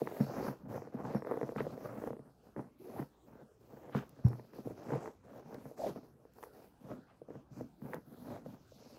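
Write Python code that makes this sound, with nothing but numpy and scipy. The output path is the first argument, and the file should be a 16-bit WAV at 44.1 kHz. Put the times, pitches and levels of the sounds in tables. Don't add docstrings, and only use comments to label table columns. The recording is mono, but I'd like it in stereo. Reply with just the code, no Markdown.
import sys
import numpy as np
from scipy import signal
from scipy.fft import rfft, irfft, next_fast_len
from scipy.io import wavfile

SR = 44100
rng = np.random.default_rng(int(sys.argv[2]) if len(sys.argv) > 2 else 0)


def master(y):
    cut = np.clip(np.atleast_2d(y).T, -1, 1)
    pcm = np.round(cut * 32767)
    wavfile.write(sys.argv[1], SR, pcm.astype(np.int16))


N = 396018

# (start [s], length [s], swell [dB], final rasp [dB], final rumble [dB], final hiss [dB])
PULLS = [(-0.03, 0.26, 9.5, -45.5, -47.5, -62), (0.215, 0.27, 14, -37, -39, -58.5),
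         (0.59, 0.11, 7.5, -58, -46, -100), (0.678, 0.085, 7.5, -44.5, -45, -65),
         (0.783, 0.088, 0, -56, -53.5, -81), (0.917, 0.094, 6, -47, -46.5, -72.5),
         (1.03, .13, 0.5, -45.5, -46, -66), (1.248, 0.26, -2, -49.5, -53.5, -69.5),
         (1.548, 0.19, -5, -54.5, -48.5, -68.5), (1.749, 0.11, 21, -44.5, -46, -64),
         (1.877, 0.2, 3, -48.5, -49.5, -69.5), (2.241, 0.047, 1, -64, -61, -93),
         (2.42, 0.067, 5.5, -65, -65, -81), (2.557, 0.05, 4, -47.5, -43.5, -74),
         (2.779, 0.22, 23.5, -46, -44.5, -62.5), (3.256, 0.16, -1.5, -63, -63, -85),
         (3.59, 0.41, 16, -52, -57.5, -73), (3.936, 0.043, 2.5, -50, -39.5, -58.5),
         (4.03, 0.18, 5.5, -65, -59, -77), (4.231, 0.28, -21, -69, -68, -81.5),
         (4.523, 0.082, 1, -55.5, -61, -70), (4.637, 0.074, 0, -53, -44.5, -70.5),
         (4.744, 0.21, 23.5, -38.5, -42.5, -61), (4.964, 0.11, 1, -50, -55, -67.5),
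         (5.227, 0.17, 8.5, -53.5, -54.5, -73.5), (5.44, 0.11, 7.5, -53.5, -53, -73),
         (5.565, 0.15, 0.5, -58.5, -56, -73), (5.763, 0.12, 12, -42.5, -42.5, -57.5),
         (5.945, 0.025, -10, -52.5, -49, -74), (6.022, 0.016, 6, -58, -56, -76),
         (6.34, 0.11, 5, -61.5, -94, -72.5), (6.518, 0.13, 5.5, -60, -62.5, -73.5),
         (6.793, 0.13, 22.5, -46.5, -43, -69), (7.27, 0.097, 5.5, -58.5, -52, -82),
         (7.503, 0.087, 17, -54, -42, -66), (7.806, 0.14, 11, -50, -48, -74),
         (8.046, 0.31, 27.5, -45, -41, -67), (8.436, 0.11, 4, -60.5, -53, -72),
         (8.592, 0.17, 31, -91, -63, -64), (8.772, 0.2, 5.5, -59.5, -59, -64.5)]
# (frequency [Hz], level [dB])
RASP_TONE = [(200, -38), (300, -3.5), (460, -2.5), (620, -5), (900, -11), (1400, -17), (2000, -24.5),
             (2800, -38.5), (3600, -55)]
RUMBLE_TONE = [(50, 0), (90, -17), (134, 4.5), (172, -10), (225, 2), (350, -7.5)]
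HISS_TONE = [(2000, -2), (3300, -6.5), (5300, -2.5), (8900, -11), (11800, 1.5), (15900, -1.5)]
# (time [s], level [dB])
HISS_SHEEN = [(0, 1), (.8, 1.5), (1.0, -3), (2.2, 1.5), (3.0, -1), (3.65, 4.5), (3.85, 0.5), (4.0, -4.5),
              (4.62, 3.5), (4.85, -5.5), (5.3, -3), (6.0, 0), (6.5, 5), (7.0, -3.5), (7.6, -3.5),
              (7.9, 9.5), (8.3, 0), (8.7, -8)]
# (start [s], length [s], first pitch [Hz], middle [Hz], last [Hz], level [dB])
ZIPS = [(2.796, 0.2, 302.3, 503, 1005, -49), (5.784, .115, 493, 644.5, 402, -38)]
# (time [s], level [dB], sole level [dB], panels against the tap's level [dB])
TAPS = [(0.0175, -18.5, -25.5, -32), (0.073, -32, -56, 7.5), (0.202, -30.5, -9.5, -2), (0.82, -36, -48, -3),
        (0.873, -36, -67, -4), (0.943, -31, -24.5, -39), (1.002, -38, -56, -1), (1.148, -24, -17.5, -4),
        (1.222, -33, -59, 1.5), (1.248, -35, -51, 4), (1.27, -26, -58, -1.5), (1.303, -36, -58, 4.5),
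        (1.312, -20.5, -61, -9), (1.32, -24, -52, -0.5), (1.34, -28.5, -53, -1), (1.373, -26.5, -56, -5.5),
        (1.413, -22.5, -56, -6), (1.43, -22.5, -25.5, -5), (1.491, -28.5, -57, -2.5),
        (1.521, -30.5, -55, -26), (1.561, -28, -28, 3.5), (1.605, -21.5, -26, -1), (1.667, -27, -29, -10),
        (1.777, -33, -60, -9), (2.019, -30.5, -59, -1), (2.038, -27.5, -57, -5), (2.074, -26, -51, -5),
        (2.105, -29, -31, -8), (2.131, -35.5, -33.5, 1), (2.167, -39.5, -51, -9), (2.193, -37.5, -37, -12),
        (2.563, -35, -29, 3), (2.593, -38, -30, 2), (3.427, -49, -42, -18), (3.733, -38.5, -38, -17),
        (3.77, -47, -55, 4.5), (3.853, -47, -47, -2), (3.895, -42, -54, 2), (3.949, -24, -16, 5),
        (3.969, -31, -34, -10), (4.19, -45, -40, -7), (4.282, -48, -37, 7), (4.331, -41.5, -33, 8.5),
        (4.396, -43, -41, 0), (4.534, -44.5, -61, 6), (4.587, -36, -32.5, -10), (4.672, -26.5, -50, -40),
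        (4.708, -32, -63, -19), (4.904, -28, -43, 1), (4.92, -26, -28, -6), (4.957, -26, -36, -16),
        (5.058, -36.5, -53, 7.5), (5.076, -30, -57, -2), (5.546, -37, -42, -2), (5.655, -36.5, -36, -4.5),
        (5.713, -34.5, -66.5, -29), (5.96, -31.5, -44, -14), (6.252, -44, -63, -7), (6.385, -51, -73, 11),
        (6.428, -45, -75, 12), (6.436, -43, -75, 15), (7.217, -35.5, -45, -43), (7.286, -40, -62, -26),
        (7.304, -36, -58, -9), (7.354, -36, -37, -7), (7.609, -29.5, -49, -15), (7.818, -55, -31, 12),
        (7.845, -53, -27.5, 8), (7.934, -38, -57, 15.5), (7.942, -29.5, -61, 4), (8.461, -36.5, -35, -13),
        (8.72, -46, -60, -27)]
# (frequency [Hz], level [dB], ring time [s])
HOLLOW_NOTES = [(351, -5, 0.05), (464, 11.5, 0.022), (604, 0.5, 0.025)]
PANEL_NOTES = [(780, -0.5, .015), (1044, 7.5, .0043), (1516, -5, .012), (1860, -2, .0059)]
SOLE_NOTES = [(136.2, -1, 0.19), (211.8, 3, 0.11), (253.3, 2, 0.077)]
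# (time [s], level [dB])
TIP_SNAPS = [(0.7058, -71), (2.073, -62), (4.093, -57), (4.2636, -59), (4.284, -53), (4.5495, -62),
             (5.379, -68), (5.544, -53.5), (6.336, -63.5), (6.4286, -53.5), (6.438, -52), (7.935, -56),
             (7.9437, -46.5)]
# (time of peak [s], rise [s], fall [s], level [dB])
SCRAPES = [(1.592, 0.0098, 0.014, -45), (3.956, 0.018, 0.048, -50), (7.095, .015, 0.034, -67),
           (7.94, 0.02, 0.024, -61)]
# (frequency [Hz], level [dB])
SCRAPE_TONE = [(550, -5), (1150, 11.5), (1750, 3.5), (2300, -2), (3300, -5), (6000, -32)]
# (time [s], floorboard level [dB], blade level [dB])
FLOOR_HITS = [(.2, -52, -55), (1.146, -44, -61), (4.245, -14.5, -59)]
# (frequency [Hz], level [dB], ring time [s])
BOARD_NOTES = [(83, 1, 0.051), (126, 2.5, 0.072), (202, -4.5, .082), (120.5, -10, 0.28)]
BLADE_NOTES = [(5420, -2, .24), (5480, -3, .2), (5660, -4, .1), (11730, 0, .2)]
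# (frequency [Hz], level [dB])
QUIET_TONE = [(25, -14), (120, 0), (438, -5.5), (1440, -18), (1990, -30), (6520, -37.5), (8780, -29.5),
              (13900, -56), (15900, -35)]
# (frequency [Hz], level [dB])
MAINS_HUM = [(60, -80), (120, -85.5), (180, -86)]
# (frequency [Hz], likeness [0 to 1])
STEREO_LIKENESS = [(60, 0.57), (180, 0.86), (550, 0.9), (1650, 0.17), (4970, 0.21), (15000, 0)]
# (frequency [Hz], level [dB])
LEFT_LEAN = [(100, 4), (1300, -2), (2400, 7.5), (3500, 10.5), (5800, 13), (7500, 4.5), (9500, -6.5),
             (12000, 1)]

GRIP_S = 0.021
PITCH_WANDER = .05
ROOM_RING_S, WALL_CUT_HZ, ROOM_DB = 0.23, 6200, -17
BASS_CUT_HZ, TREBLE_CUT_HZ = 77, 16120
LEFT_LAG_S = 55e-6


def lace_pulls():
    rasp_db, rumble_db, hiss_db = np.transpose(PULLS)[3:]
    jerk_db = 2 * drift(30)
    rasp_gain = pull_gain(rasp_db, fade_db_per_s=287)
    rasp = rasp_gain * coloured(slips(1800, spread_db=1.8), RASP_TONE, flicker_db=2)
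    rumble_gain = pull_gain(rumble_db, fade_db_per_s=262)
    rumble = rumble_gain * coloured(slips(400, spread_db=2), RUMBLE_TONE, flicker_db=2.5)
    fine = slips(8000, spread_db=1.2)
    sheen_db = np.interp(np.arange(N) / SR, *np.transpose(HISS_SHEEN))
    hiss = coloured(fine, HISS_TONE[:4], flicker_db=3)
    hiss += from_db(sheen_db) * coloured(fine, HISS_TONE[3:], flicker_db=3)
    hiss *= pull_gain(hiss_db, fade_db_per_s=218, swell_share=0.55) + from_db(-86)
    hiss *= from_db(0.079 * jerk_db - 5)
    return from_db(jerk_db) * (rasp + rumble) + hiss + creaks(rasp_gain)


def pull_gain(final_db, fade_db_per_s, swell_share=1):
    start, length, swell_db = np.transpose(PULLS)[:3, :, None]
    t = np.arange(0, N / SR, .002)
    since = t - start
    to_come_db = swell_share * swell_db * np.clip(1 - since / length, 0, 1)
    faded_db = fade_db_per_s * np.maximum(since - length, 0)
    gain = np.clip(since / GRIP_S, 0, 1) * from_db(final_db[:, None] - to_come_db - faded_db)
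    return np.interp(np.arange(N) / SR, t, np.sqrt(np.sum(gain ** 2, axis=0)))


def creaks(rasp_gain):
    per_s = 18
    when, weaker = rng.random((int(per_s * N / SR), 2)).T
    times = when * (N - 1) / SR
    level_db = 20 * np.log10(rasp_gain[(times * SR).astype(int)] + 1e-9) - 10 * weaker
    notes = HOLLOW_NOTES + PANEL_NOTES
    return dull_ticks(strike(times, level_db, notes, contact_hz=1480, scatter_db=3, wander=PITCH_WANDER))


def eyelet_zips():
    out = np.zeros(N)
    wobble, flutter_db = 1 + .17 * drift(120), 4 * drift(70)
    for start, length, *pitches_hz, level_db in ZIPS:
        at = np.arange(int(start * SR), int((start + length) * SR))
        done = np.linspace(0, 1, len(at))
        ribs_hz = np.polyval(np.polyfit([0, .5, 1], pitches_hz, 2), done)
        phase = 2 * np.pi * np.cumsum(ribs_hz * wobble[at]) / SR
        swell = np.sqrt(np.sin(np.pi * done) + 1e-9)
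        out[at] = swell * from_db(level_db + flutter_db[at]) * np.sin(phase)
    return out


def shell_ticks():
    times, level_db, sole_db, panel_db = np.transpose(TAPS)
    hollow = strike(times, level_db - 6.5, HOLLOW_NOTES, contact_hz=930, scatter_db=1.5,
                    wander=PITCH_WANDER, rise_s=.0015)
    panels = strike(times, level_db + panel_db - 9.5, PANEL_NOTES, contact_hz=2600, scatter_db=3,
                    wander=PITCH_WANDER)
    sole = strike(times, sole_db - 14, SOLE_NOTES, contact_hz=410, scatter_db=2)
    return sole - hollow - dull_ticks(panels)


def dull_ticks(x):
    return signal.sosfilt(signal.butter(4, 2400, fs=SR, output="sos"), x)


def floor_thumps():
    times, boards_db, blade_db = np.transpose(FLOOR_HITS)
    boom = strike(times, boards_db, BOARD_NOTES, contact_hz=200, scatter_db=0)
    flutter = from_db(5 * drift(200))
    blade = strike(times, blade_db, BLADE_NOTES, contact_hz=15000, scatter_db=2, rise_s=.008)
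    return flutter * blade - boom


def tip_snaps():
    tap_edges = [(s, db - 41) for s, db, *_ in TAPS]
    times, level_db = np.transpose(TIP_SNAPS + tap_edges)
    kicks = np.full(N, 1e-18)
    kicks[(times * SR).astype(int)] = from_db(level_db)
    fading = signal.lfilter([1], [1, -from_db(-60 / (0.013 * SR))], kicks)
    return fading * coloured(rng.standard_normal((2, N)), HISS_TONE, flicker_db=2)


def shell_scrapes():
    t = np.arange(N) / SR
    swell = sum(from_db(db) * np.exp(-.5 * ((t - s) / np.where(t < s, rise, fall)) ** 2)
                for s, rise, fall, db in SCRAPES)
    return swell * coloured(slips(2500, spread_db=2), SCRAPE_TONE, flicker_db=1.5)


def room_echo(x):
    out = np.zeros((2, N))
    dull = np.exp(-2 * np.pi * WALL_CUT_HZ / SR)
    for k, lag in enumerate((rng.uniform(.012, .035, 12) * SR).astype(int)):
        loop, state = x.copy(), [0.]
        gain = from_db(-60 * lag / SR / ROOM_RING_S)
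        for i in range(lag, N, lag):
            back, state = signal.lfilter([gain * (1 - dull)], [1, -dull], loop[i - lag:i], zi=state)
            loop[i:i + lag] += back[:N - i]
        out[k % 2] += (loop - x) * (-1) ** (k // 2)
    return out


def background():
    hum = sum(from_db(db) * np.sin(2 * np.pi * hz * np.arange(N) / SR) for hz, db in MAINS_HUM)
    hum *= from_db(3 * drift(1.5))
    noise = coloured(rng.standard_normal((2, N)), QUIET_TONE, flicker_db=5)
    return from_db([[-64.25], [-66.75]]) * noise + hum


def from_db(db):
    return np.exp(np.asarray(db) * np.log(10) / 20)


def unit_power(x):
    return x / np.sqrt(np.mean(x ** 2) + 1e-20)


def at_hz(table, hz):
    known_hz, values = np.transpose(table)
    return np.interp(np.log(hz), np.log(known_hz), values)


def drift(rate_hz):
    memory = np.exp(-80 * np.pi * rate_hz / SR)
    noise = rng.standard_normal(N // 40 + 2002)
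    slow = signal.lfilter([1], [1, -2 * memory, memory * memory], noise)[2000:]
    return np.interp(np.arange(N) / 40, np.arange(len(slow)), unit_power(slow))


def slips(per_s, spread_db):
    sizes = from_db(spread_db * np.minimum(rng.exponential(1, (2, N)), 5)) * rng.standard_normal((2, N))
    return unit_power(sizes * (rng.random((2, N)) < per_s / SR))


def coloured(source, tone, flicker_db):
    out, edges = 0, np.geomspace(25, 16500, 29)
    for k, (low, high) in enumerate(zip(edges, edges[1:])):
        hz = np.sqrt(low * high)
        if not tone[0][0] <= hz <= tone[-1][0]:
            continue
        band = signal.sosfilt(signal.butter(2, [low, high], "band", fs=SR, output="sos"), source)
        alike = np.clip(at_hz(STEREO_LIKENESS, hz), 0, 1)
        sign = (-1) ** k
        gain = sign * from_db(at_hz(tone, hz) + flicker_db * drift(4.8))
        out = out + gain * (band * np.sqrt([[1 + alike], [1 - alike]]))
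    shared, differing = out
    return np.array([shared + differing, shared - differing]) / np.sqrt(np.mean(shared ** 2))


def strike(times, levels_db, notes, contact_hz, scatter_db, wander=0, rise_s=0):
    hz, note_db, ring_s = np.transpose(notes)[:, :, None]
    t = np.arange(int(ring_s.max() * SR)) / SR
    out = np.full(N + len(t), 1e-18)
    chance = rng.standard_normal((len(times), 2, len(notes), 1))
    onset = 1 - np.exp(-t / rise_s) if rise_s else (-1) ** np.arange(len(notes))[:, None]
    for s, level_db, (louder, higher) in zip(times, levels_db, chance):
        fading = from_db(level_db + note_db + scatter_db * louder - 60 * t / ring_s)
        rings = onset * fading * np.sin(2 * np.pi * hz * (1 + wander * higher) * t)
        out[int(s * SR):int(s * SR) + len(t)] += rings.sum(axis=0)
    return signal.sosfilt(signal.butter(2, contact_hz, fs=SR, output="sos"), out[:N])


def scene():
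    ringing = shell_ticks() + floor_thumps() + eyelet_zips()
    echo = from_db(ROOM_DB) * room_echo(ringing)
    skate = ringing + echo + tip_snaps() + shell_scrapes() + lace_pulls()
    skate = signal.sosfilt(signal.butter(3, BASS_CUT_HZ, "high", fs=SR, output="sos"), skate)
    return skate + background()


def record(dry):
    size = next_fast_len(N)
    hz = np.fft.rfftfreq(size, 1 / SR)
    lean = from_db(at_hz(LEFT_LEAN, hz + 1))
    lag = np.exp(-2j * np.pi * LEFT_LAG_S * hz)
    sides = np.array([2 * lean / (1 + lean) * lag, 2 / (1 + lean)])
    heard = irfft(rfft(dry, size) * sides, size)[:, :N]
    return signal.sosfilt(signal.cheby2(20, 60, TREBLE_CUT_HZ, fs=SR, output="sos"), heard)


dry = scene()
out = record(dry)
master(out)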